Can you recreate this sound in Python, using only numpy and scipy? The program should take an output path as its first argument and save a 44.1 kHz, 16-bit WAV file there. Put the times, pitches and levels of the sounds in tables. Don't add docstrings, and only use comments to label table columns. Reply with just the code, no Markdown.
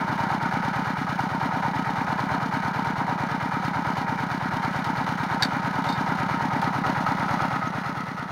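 import sys
import numpy as np
from scipy import signal
from scipy.fft import rfft, irfft, next_fast_len
from scipy.io import wavfile

SR = 44100
rng = np.random.default_rng(int(sys.argv[2]) if len(sys.argv) > 2 else 0)


def store_pcm(level_fs):
    pcm = np.round(np.clip(level_fs, -1, 1) * 32767).astype(np.int16)
    wavfile.write(sys.argv[1], SR, np.atleast_2d(pcm).T)


N = 366471
TIME = np.arange(N) / SR
MS = 1e-3

# delay after firing in ms, push (1) or pull (-1),
# relative level in dB, pipe resonance and its width in Hz, chamber resonance and its width in Hz.
GAS_THUMPS = [(25.61, -1, 0.5, 143.98, 29.7, 100.1, 50.6), (58.7, -1, 7, 270.56, 48.6, 170.8, 37.9),
              (89.89, 1, -4, 143.6, 125.8, 188.3, 42.5)]


def from_db(db):
    return 10 ** (np.asarray(db) / 20)


def rms_one(x):
    return x / np.sqrt(np.mean(x ** 2) + 1e-20)


def read(rows, at):
    first, *columns = np.transpose(rows)
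    return [np.interp(at, first, column) for column in columns]


def drift(rate):
    knots = rng.standard_normal(int(N / SR * rate) + 2)
    return rms_one(np.interp(TIME * rate, np.arange(len(knots)), knots))


def clicks(times, sizes):
    at = np.round(times * SR).astype(int)
    inside = (at >= 0) & (at < N)
    return np.bincount(at[inside], sizes[inside], N) + 1e-18


def burst(blows, decay_s):
    envelope = signal.lfilter([1], [1, -np.exp(-1 / (decay_s * SR))], blows)
    return envelope * rng.standard_normal(N)


def resonate(x, hz, width):
    r = np.exp(-np.pi * width / SR)
    zeros = np.array([1, 0, -1]) * (1 - r * r) / 2
    poles = [1, -2 * r * np.cos(2 * np.pi * hz / SR), r * r]
    return signal.lfilter(zeros, poles, x)


def ring(x, hz, t60):
    r, w = np.exp(-np.log(1000) / (t60 * SR)), 2 * np.pi * hz / SR
    return signal.lfilter([0, np.sin(w)], [1, -2 * r * np.cos(w), r * r], x)


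def iron(force, colour, modes):
    size = 2 * next_fast_len(N // 2 + SR // 4)
    hz, db = np.transpose(colour)
    grid = np.maximum(np.arange(size // 2 + 1) * SR / size, 1)
    gain = from_db(np.interp(np.log(grid), np.log(hz), db))
    cepstrum = irfft(np.log(gain))
    folded = np.r_[cepstrum[0], 2 * cepstrum[1:size // 2]]
    response = np.exp(rfft(folded, size))
    out = irfft(rfft(force, size) * response)[:N]
    for mode_hz, width, lift_db in modes:
        out = out + (from_db(lift_db) - 1) * resonate(out, mode_hz, width)
    return rms_one(out)


def squeak(s=7.68, hz=6380, db=-44, length_s=0.0042):
    return from_db(db) * np.exp(-((TIME - s) / length_s) ** 2) * np.sin(2 * np.pi * hz * TIME)


def tool(flat_t60=0.0182, free_t60=0.16, crack_db=-15, crack_s=0.00079, scatter_db=-24, scatter_s=0.013):
    # start in seconds, level in dB,
    # share of dull clank (0-1), level of the free ring in dB.
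    tool_hits = [(5.4240, -11, 0.98, -40.5), (5.4259, -12, 0.81, -42), (5.4300, -13.5, 0.98, -42.5),
                 (5.4319, -10, 0.81, -42.5), (5.4333, -12, 0.83, -41.5), (5.438, -22.5, 1, -31),
                 (5.4486, -21.5, 0.92, -30.5), (5.4505, -22.5, 0.94, -30.5), (5.8890, -30, 0.85, -5),
                 (5.9020, -34.5, 1, -17), (5.9250, -33, 0.94, -4.5)]
    # frequency in Hz, level in dB landing flat, level in dB ringing free.
    tool_modes = [(1635, -7, -29.5), (1792, -6.5, -18.5), (2260, -13.5, -24.5), (3672, -10.5, 3),
                  (3932, -10, -17.5), (4130, -18, -8.5), (4520, -6, -4.5), (4683, -8.5, -18),
                  (5030, -23, -6.5), (5800, -19, -20.5), (6735, -30.5, -24.5), (7542, -41.5, -19),
                  (8488, -26, -23.5), (11500, -41, -24.5), (12360, -31, -25.5)]
    s, db, clank, free_db = np.transpose(tool_hits)
    out = 0
    for hz, flat_db, ring_db in tool_modes:
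        strength = from_db(db + rng.standard_normal(len(s))) * rng.choice([-1, 1], len(s))
        flat_blows = clicks(s, strength * clank * from_db(flat_db))
        free_blows = clicks(s, strength * from_db(free_db + ring_db))
        out = out + ring(flat_blows, hz, flat_t60) + ring(free_blows, hz, free_t60)
    blows = clicks(s, from_db(db) * clank)
    crack = from_db(crack_db) * resonate(burst(blows, crack_s), 3900, 5400)
    band = signal.butter(2, [1400, 5500], "band", fs=SR, output="sos")
    scatter = signal.sosfilt(band, burst(blows, scatter_s))
    return out + crack + from_db(scatter_db) * scatter


def crank(first_firing_s=-0.04537, cycle_s=0.11119, quickening_s=6.08e-6):
    cycles = cycle_s - quickening_s * np.arange(int(N / SR / cycle_s) + 2)
    fired = first_firing_s + np.r_[0, np.cumsum(cycles)]
    since = TIME - fired[np.searchsorted(fired, TIME, "right") - 1]
    return fired, since


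def thumps(fired, uneven_db=0.5):
    out = 0
    for ms, push, db, pipe_hz, pipe_width, chamber_hz, chamber_width in GAS_THUMPS:
        sizes = np.sign(push) * from_db(db + uneven_db * rng.standard_normal(len(fired)))
        puffs = clicks(fired + ms * MS, sizes)
        in_pipe = resonate(puffs, pipe_hz, pipe_width)
        out = out + resonate(in_pipe, chamber_hz, chamber_width)
    low_pass = signal.butter(2, 1100, fs=SR, output="sos")
    return rms_one(signal.sosfilt(low_pass, out))


def knocks(fired, uneven_db, jitter_ms):
    # delay after firing in ms, relative level in dB into the block, the same into the covers.
    knock_rows = [(1.187, 12.5, 16.5), (3.595, -7.5, 16.5), (7.281, 18.5, 12.5), (14.772, 21.5, 18),
                  (36.5, 13.5, 17), (60.09, 17, 3)]
    block, covers = 0, 0
    for ms, block_db, cover_db in knock_rows:
        late, strong = rng.standard_normal((2, len(fired)))
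        blows = clicks(fired + (ms + jitter_ms * late) * MS, from_db(uneven_db * strong))
        block = block + from_db(block_db) * blows
        covers = covers + from_db(cover_db) * blows
    return block, covers


def clatter(since, recurring, grain_db, flutter_db, per_s=5000):
    sizes = rng.standard_normal(N) * from_db(grain_db * np.minimum(rng.exponential(1, N), 5))
    contacts = rms_one(sizes * (rng.random(N) < per_s / SR))
    share = np.clip(recurring, 0, 1)
    place = np.clip(since * SR, 0, SR - 1).astype(int)
    same = rms_one(rng.standard_normal(SR)[place])
    mixed = np.sqrt(1 - share) * contacts + np.sqrt(share) * same
    return mixed * from_db(flutter_db * drift(70))


def swell(since, start_db, fade_db_per_s, attack_s=0.01325, hold_s=0.05986):
    rising = np.maximum(1 - since / attack_s, 0)
    fading = np.maximum(since - hold_s, 0)
    return from_db(start_db * rising - fade_db_per_s * fading)


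def valves(since, lag_s=0.00352, length_s=0.00433):
    return sum(np.exp(-((since - ms * MS - lag_s) / length_s) ** 2) for ms, *_ in GAS_THUMPS)


def loads(fired, since, burn_db=0.5, wander_db=0.3373, block_wander_db=0.9, valve_db=4):
    burn = rng.standard_normal(len(fired))[np.searchsorted(fired, TIME, "right") - 1]
    block = swell(since, start_db=-7, fade_db_per_s=127) * from_db(block_wander_db * drift(6))
    covers = swell(since, start_db=-1.0, fade_db_per_s=143)
    gears = swell(since, start_db=-2, fade_db_per_s=126) * from_db(valve_db * valves(since))
    return from_db(burn_db * burn + wander_db * drift(25)) * np.array([block, covers, gears])


def hard_strokes(block_db=-7.0, cover_db=-8.5, gear_db=-10, stroke_s=0.0118):
    # start in seconds, then relative peak in dB for gears, block and covers before the trims above.
    stroke_rows = [(0.7311, -33.5, -24, -21), (0.9701, -31.5, -28.5, -20), (1.189, -30.5, -14, -21),
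                   (1.6247, -38, -25, -20), (2.1894, -37, -22, -23), (2.8467, -32.5, -21.5, -27),
                   (3.9704, -29, -20, -24), (4.638, -35, -18.5, -23.5), (4.8435, -26, -29.5, -24),
                   (5.0639, -34, -19.5, -25), (5.8417, -29, -20, -28.5), (6.6159, -26.5, -22, -23),
                   (7.063, -28, -21, -17)]
    s, gear, block, covers = np.transpose(stroke_rows)
    bursts = [clicks(s, from_db(db)) for db in (block + block_db, covers + cover_db, gear + gear_db)]
    return signal.lfilter([1], [1, -np.exp(-1 / (stroke_s * SR))], bursts)


def engine(block_knock_db=0.5, cover_knock_db=1.0):
    # frequency in Hz, relative level in dB.
    block_colour, cover_colour, gear_colour = [(20, -23.5), (45, -23), (130, -12.5), (290, -10), (400, -15),
                                               (490, -21.5), (560, -11.5), (680, -10.5), (760, -4.5),
                                               (900, -2), (1000, -3), (1150, -13), (1350, -39),
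                                               (3000, -63.5)], [(600, -51), (1000, -17), (1200, -7),
                                                              (1400, -1), (1720, -3.5), (1780, -13.5),
                                                              (1900, -5), (2130, -10), (2380, -9),
                                                              (2600, -25), (3200, -42), (6000, -86.5)], [(1500, -38), (2500, -7),
                                                                              (2950, 4.5), (3250, -3),
                                                                              (3700, 0.5), (4400, -2.5),
                                                                              (5500, -7), (6850, -11),
                                                                              (7200, -20.5), (8400, -20.5),
                                                                              (9200, -17.5), (10800, -21),
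                                                                              (11200, -24), (15700, -24)]
    # frequency in Hz, width in Hz, lift in dB.
    block_modes, cover_modes, gear_modes = [(272.2, 10, 6.5), (462.6, 20.5, 7.5), (763.6, 13, 3.5),
                                            (827.6, 13.7, 2.5), (916.5, 26.6, 6.5)], [(1157.7, 24.3, 5.7), (1270.6, 31.7, 10.46),
                                                                 (1409, 13.4, 4.22), (1481, 16.4, 5.74),
                                                                 (1602.4, 42, 2.1), (1752.7, 20, 5.66),
                                                                 (1876, 23, 0.5), (2204, 57, 2.14)], [(4254, 205, 2.14),
                                                                                      (6290, 66, 1.85),
                                                                                      (8650, 81, 6.5),
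                                                                                      (9130, 152, 2.6),
                                                                                      (10640, 80, 5),
                                                                                      (12600, 80, 8.6),
                                                                                      (13130, 260, 4.2),
                                                                                      (14000, 310, 3.1),
                                                                                      (14440, 80, 6.8)]
    # time in seconds, engine level in dB.
    facing = [(0, 0.43), (4.3, -0.2151), (5.4, 0.17), (6.0, 1.2), (7.45, 1.16), (7.9, -2.5), (8.31, -5.5)]
    fired, since = crank()
    level = from_db([[-31], [-29.5], [-32.5], [-46]]) * from_db(read(facing, TIME))
    block_load, cover_load, gear_load = np.hypot(loads(fired, since), hard_strokes() / level[1:])
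    block_knock, cover_knock = knocks(fired, uneven_db=1.6, jitter_ms=0.065)

    block_clatter = clatter(since, recurring=0.128, grain_db=0.99, flutter_db=-0.0345, per_s=8000)
    block_force = from_db(block_knock_db) * block_knock + block_load * block_clatter
    block = iron(block_force, block_colour, block_modes)

    cover_clatter = clatter(since, recurring=0.0694, grain_db=0.5, flutter_db=0.4441, per_s=9000)
    cover_force = from_db(cover_knock_db) * cover_knock + cover_load * cover_clatter
    covers = iron(cover_force, cover_colour, cover_modes)

    gear_clatter = clatter(since, recurring=0.029, grain_db=1.0, flutter_db=0.98, per_s=12000)
    gears = iron(gear_load * gear_clatter, gear_colour, gear_modes)
    return np.sum(level * [thumps(fired), block, covers, gears], axis=0)


def reflected(x):
    # time in seconds, strength.
    swing = [(0, 0.0079), (6.1, 0.029), (6.8, 0.103), (7.4, 0.209), (8.31, 0.258)]
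    # delay in ms, signed share of the strength.
    reflections = [(1.29, -.9), (1.45, .35), (1.54, 1)]
    strength, = read(swing, TIME)
    echoes = 0
    for ms, share in reflections:
        delay_s = round(ms * MS * SR) / SR
        echoes = echoes + share * np.interp(TIME - delay_s, TIME, x)
    return x + strength * echoes


def scene():
    return reflected(engine() + tool() + squeak())[None]


def record(dry, cutoff_hz=15800):
    low_pass = signal.ellip(12, .1, 80, cutoff_hz, fs=SR, output="sos")
    return signal.sosfilt(low_pass, dry)


dry = scene()
out = record(dry)
store_pcm(out)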